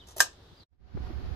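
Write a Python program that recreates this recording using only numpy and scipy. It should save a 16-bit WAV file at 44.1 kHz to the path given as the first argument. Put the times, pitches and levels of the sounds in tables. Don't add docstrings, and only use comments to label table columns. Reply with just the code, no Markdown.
import sys
import numpy as np
from scipy import signal
from scipy.fft import rfft, irfft
from scipy.io import wavfile

SR = 44100
rng = np.random.default_rng(int(sys.argv[2]) if len(sys.argv) > 2 else 0)


def store_pcm(level_fs):
    pcm = np.round(np.clip(level_fs, -1, 1) * 32767).astype(np.int16)
    wavfile.write(sys.argv[1], SR, np.atleast_2d(pcm).T)


N = 59535
T = np.arange(N) / SR

# freq_hz, level_db
CALM_SPECTRUM = [(25, -12.5), (65, 2), (110, -5.5), (160, -11), (230, -16.5), (370, -12.5), (600, -19.5),
                 (1000, -22), (1700, -27), (2400, -33.5), (3700, -23.5), (5200, -32.5), (7000, -42),
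                 (10000, -48.5), (15500, -49.5)]
# start_s, length_s, start_hz, end_hz, level_db
CHIRPS = [(-.003, .018, 3770, 3593, -54), (0.009, 0.022, 3400, 2994, -57), (0.03, 0.019, 3200, 2950, -62),
          (0.519, 0.021, 3400, 3740, -68), (0.567, 0.021, 4830, 4703, -61), (0.594, 0.013, 4776, 4600, -57),
          (0.601, 0.0101, 4840, 3570, -55), (0.616, 0.011, 4505, 3950, -58),
          (0.63, 0.0117, 4220, 3700, -56.5)]
# start_s, swell_s, level_db, t60_s, lowpass_hz
SCRAPES_AND_SWELL = [(.068, .006, -50.5, .07, 8500), (0.084, 0.0029, -49, 0.18, 7700),
                     (0.105, 0.0018, -55.5, 0.13, 7900), (0.1625, 0.0046, -40, 0.067, 16000),
                     (0.174, .003, -45, 0.07, 14000), (0.1807, 0.0014, -37, 0.039, 18000),
                     (0.191, 0.0077, -28.5, 0.089, 8360)]
# freq_hz, level_db
FRICTION_SPECTRUM = [(300, -13.5), (1000, -7.5), (1600, -16), (2800, -8), (4300, -13), (5500, -5),
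                     (7500, -4), (10000, -11), (13000, -5.5), (15500, -18.5)]
# pitch_hz, level_db, t60_s, left_minus_right_db
CORK_MODES = [(376, -9.5, .09, 3.5), (650, -2.5, 0.027, 4.5), (630, 2.5, 0.036, -0.5),
              (1000, -11, 0.0067, 4)]
# pitch_hz, level_db, t60_s, left_minus_right_db
FRAME_MODES = [(496, -25, 0.036, -1.5), (730, -12, 0.036, -4), (1009, -6, .024, -2),
               (1217, -14.5, 0.073, 0.5), (1606, -1.5, 0.066, 5), (1790, -4, 0.045, 5.5),
               (2349, -31.5, 0.064, -1), (2473, -26, 0.11, 1.5), (5240, -4.5, .028, 2.5),
               (6294, -10, 0.09, 4), (7390, -18, .08, -3), (8245, -15.5, .08, -5)]
# start_s, level_db
CONTACTS = [(.2034, 0), (.2050, 0), (.2085, -11), (.2150, -16), (.2203, -10.5), (.2287, -19)]
# freq_hz, level_db
LINK_SPECTRUM = [(150, -24.5), (300, -13.5), (480, -4), (700, -3), (1100, -1), (1400, -3), (2200, -11.5),
                 (3000, -2), (3400, -5.5), (3900, -1.5), (4700, -4.5), (5300, 3.5), (5600, -0.5),
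                 (6300, 1.5), (7000, 1), (8000, 1), (9500, -4), (11600, -8.5), (12150, 3), (13200, -9.5),
                 (13800, -19), (15200, -13.5)]
# freq_hz, level_db
SCATTER_SPECTRUM = [(250, 7.5), (600, -3.5), (1050, -4), (1600, -12), (1850, -14), (2500, -5), (7000, -6),
                    (10000, -2.5), (12200, -6.5), (15000, -9.5)]
# centre_s, half_width_s, centre_hz, level_db, left_minus_right_db, two_octaves_up_db
BUMPS_AND_THUMPS = [(0.529, 0.0071, 159, -52, -1, -40), (0.606, 0.0081, 228, -59.5, -9, -38),
                    (0.96, 0.017, 74.5, -32.5, 0.5, -23.5), (0.951, 0.0076, 227, -40.5, -7.5, -77),
                    (0.9753, 0.0051, 355, -38.5, 12.5, -24.5), (1.006, 0.022, 79.6, -40.5, -7, -15.5),
                    (1.074, 0.0092, 1270, -53.5, 5, -40), (1.109, 0.013, 357, -44, -8.5, -25),
                    (1.113, 0.013, 222, -46.5, -8.5, -42), (1.21, .012, 325, -48, -7, -40)]
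# time_s, rumble_gain_db, hiss_and_motor_gain_db
BREEZE_FADE = [(.68, -63.5, -66.5), (0.732, -19.5, -28.5), (0.776, -27, -37), (0.803, -12, -24.5),
               (0.871, -11.5, -14), (.93, -8, -9), (0.973, 3, -4), (1.05, 7, 0.5), (1.17, 2.5, 0),
               (1.24, 8.5, -0.5), (1.35, 5.5, 1.5)]
# freq_hz, level_db
RUMBLE_SPECTRUM = [(22, -6), (40, -7), (65, 5.5), (100, -6.5), (160, -13), (350, -24), (600, -34.5),
                   (1500, -69)]
# freq_hz, level_db
LEAF_SPECTRUM = [(100, -4), (400, 0), (600, -0.5), (1000, -2.5), (1600, -5.5), (2600, -12), (4700, -13.5),
                 (7500, -31.5), (8100, -69), (8700, -48), (10000, -32.5), (12500, -30.5), (15500, -44)]
# pitch_hz, level_db, left_minus_right_db
MOTOR_PARTIALS = [(75.83, -50, -8.5), (383, -63.5, -9), (738, -63.5, -1.5)]


def amp(db):
    return 10 ** (np.asarray(db) / 20)


def unit(x):
    return x / np.sqrt(np.mean(x ** 2))


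def pan(db):
    return amp(np.array([[db], [-db]]) / 2)


def rise(t, length_s):
    return np.clip(t / length_s, 0, 1)


def decay(t, t60_s):
    return (t >= 0) * np.exp(-np.log(1000) * np.maximum(t, 0) / t60_s)


def drift(points):
    return unit(signal.resample(rng.standard_normal(points), N))


def colour(x, spectrum):
    hz, db = np.array(spectrum).T
    bins_hz = np.maximum(np.fft.rfftfreq(N, 1 / SR), 1)
    gain = amp(np.interp(np.log(bins_hz), np.log(hz), db))
    return unit(irfft(rfft(x) * gain, N))


def noise(spectrum):
    return colour(rng.standard_normal((2, N)), spectrum)


def butter(x, hz, kind="low", order=2):
    return signal.sosfilt(signal.butter(order, hz, kind, fs=SR, output="sos"), x)


def split(x, hz, order):
    low = signal.sosfiltfilt(signal.butter(order, hz, fs=SR, output="sos"), x)
    return low, x - low


def ring(force, response):
    return signal.fftconvolve(np.atleast_2d(force), response, axes=1)[:, :N]


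def modes(table, t, waver_share=.009):
    out = 0
    for k, (hz, db, t60_s, side_db) in enumerate(table):
        waver_s = np.cumsum((t >= 0) * waver_share * drift(points=400), axis=-1) / SR
        partial = decay(t, t60_s) * np.sin(2 * np.pi * hz * (t + waver_s))
        out = out + (-1) ** k * amp(db) * pan(side_db) * partial
    return out


def calm_air(level_db=-55.5):
    mid, side = noise(CALM_SPECTRUM)
    side = butter(side, hz=820, kind="high", order=1)
    return amp(level_db + .27 * drift(points=14)) * np.array([mid + side, mid - side])


def birds(echo_db=2):
    song = 0
    wobble = 1 + .022 * drift(points=500)
    for start_s, length_s, start_hz, end_hz, db in CHIRPS:
        progress = rise(T - start_s, length_s)
        hz = (start_hz + (end_hz - start_hz) * progress) * wobble
        song = song + amp(db) * np.sin(np.pi * progress) * np.sin(2 * np.pi * np.cumsum(hz) / SR)
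    shrubs = unit(rng.standard_normal((2, N)) * decay(T, t60_s=.06)) / np.sqrt(N)
    return song + amp(echo_db) * ring(song, shrubs)


def scrapes_and_swell(grains_per_s=3000, spread_db=2):
    slips = rng.random(N) < grains_per_s / SR
    grains = slips * amp(spread_db * rng.standard_normal(N)) * rng.standard_normal(N)
    grain_ring = rng.standard_normal((2, N)) * decay(T, t60_s=.012)
    friction = colour(ring(grains, grain_ring), FRICTION_SPECTRUM)
    out = 0
    for start_s, swell_s, db, t60_s, lowpass_hz in SCRAPES_AND_SWELL:
        envelope = rise(T - start_s, swell_s) * decay(np.maximum(T - start_s - swell_s, 0), t60_s)
        out = out + amp(db) * envelope * butter(friction, lowpass_hz)
    return out


def cork_knock(start_s=.1638, gain_db=-30.5):
    t = T - start_s
    return amp(gain_db) * rise(t, length_s=.002) * modes(CORK_MODES, t)


def chatter(ring_t60_s, ring_db=-19.5, crack_t60_s=.019, crack_db=-26.5):
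    energy = 0
    for start_s, db in CONTACTS:
        crack = amp(db + crack_db) * decay(T - start_s, crack_t60_s)
        tail = amp(db + ring_db) * decay(T - start_s, ring_t60_s)
        energy = energy + (crack + tail) ** 2
    return np.sqrt(energy)


def plunger_clack(start_s=.2031, frame_gain_db=-9.5, left_lag_s=.00003):
    t = T - start_s - np.array([[left_lag_s], [0]])
    frame = amp(frame_gain_db) * rise(t, length_s=.0008) * modes(FRAME_MODES, t)
    links_low, links_high = split(noise(LINK_SPECTRUM), hz=9100, order=3)
    return frame + links_low * chatter(ring_t60_s=.096) + links_high * chatter(ring_t60_s=.056)


def garden_echo(x, scatter_db=-15, scatter_delay_s=.018, wall_db=-32.5, wall_delay_s=.052):
    scatter = noise(SCATTER_SPECTRUM)
    low = butter(scatter, hz=7100)
    t = T - scatter_delay_s
    tail = low * decay(t, t60_s=.19) + (scatter - low) * decay(t, t60_s=.11)
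    slap = butter(rng.standard_normal((2, N)), hz=5000) * decay(T - wall_delay_s, t60_s=.12)
    return ring(x, amp(scatter_db) * unit(tail) + amp(wall_db) * unit(slap)) / np.sqrt(N)


def bumps_and_thumps():
    out = 0
    for centre_s, half_width_s, hz, db, side_db, edge_db in BUMPS_AND_THUMPS:
        band = noise([(hz / 4, -14), (hz, 0), (hz * 1.44, -15),
                      (hz * 4, edge_db), (hz * 20, -65), (hz * 200, -130)])
        envelope = np.exp(-((T - centre_s) / half_width_s) ** 2)
        out = out + amp(db) * pan(side_db) * envelope * band
    return out


def wind_rumble(gain_db=-44.5, gust_db=.5):
    return amp(gain_db - gust_db * drift(points=20)) * pan(-10) * noise(RUMBLE_SPECTRUM)


def leaf_hiss(gain_db=-52.5):
    return amp(gain_db + .5 * drift(points=16)) * noise(LEAF_SPECTRUM)


def far_motor(wobble_share=.002, flutter_db=2):
    warped_s = np.cumsum(1 + wobble_share * drift(points=24)) / SR
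    out = 0
    for hz, db, side_db in MOTOR_PARTIALS:
        partial = np.sqrt(2) * np.sin(2 * np.pi * hz * warped_s)
        out = out + amp(db + flutter_db * drift(points=22)) * pan(side_db) * partial
    return out


def breezy_spot(treble_lag_s=.029):
    time_s, rumble_db, far_db = np.array(BREEZE_FADE).T
    rumble_gain = amp(np.interp(T, time_s, rumble_db))
    far_gain = amp(np.interp(T, time_s, far_db))
    treble_gain = amp(np.interp(T - treble_lag_s, time_s, far_db))
    hiss_low, hiss_high = split(leaf_hiss(), hz=8200, order=6)
    return rumble_gain * wind_rumble() + far_gain * (far_motor() + hiss_low) + treble_gain * hiss_high


def scene(dropout_s=.6332):
    corker = plunger_clack() + scrapes_and_swell() + cork_knock()
    corker = butter(corker, hz=260, kind="high")
    garden = corker + garden_echo(corker) + birds() + calm_air()
    dropout = decay(np.maximum(T - dropout_s, 0), t60_s=.038)
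    return garden * dropout + breezy_spot() + bumps_and_thumps()


def record(dry, top_hz=15450):
    return signal.sosfilt(signal.ellip(10, .2, 80, top_hz, fs=SR, output="sos"), dry)


dry = scene()
out = record(dry)
store_pcm(out)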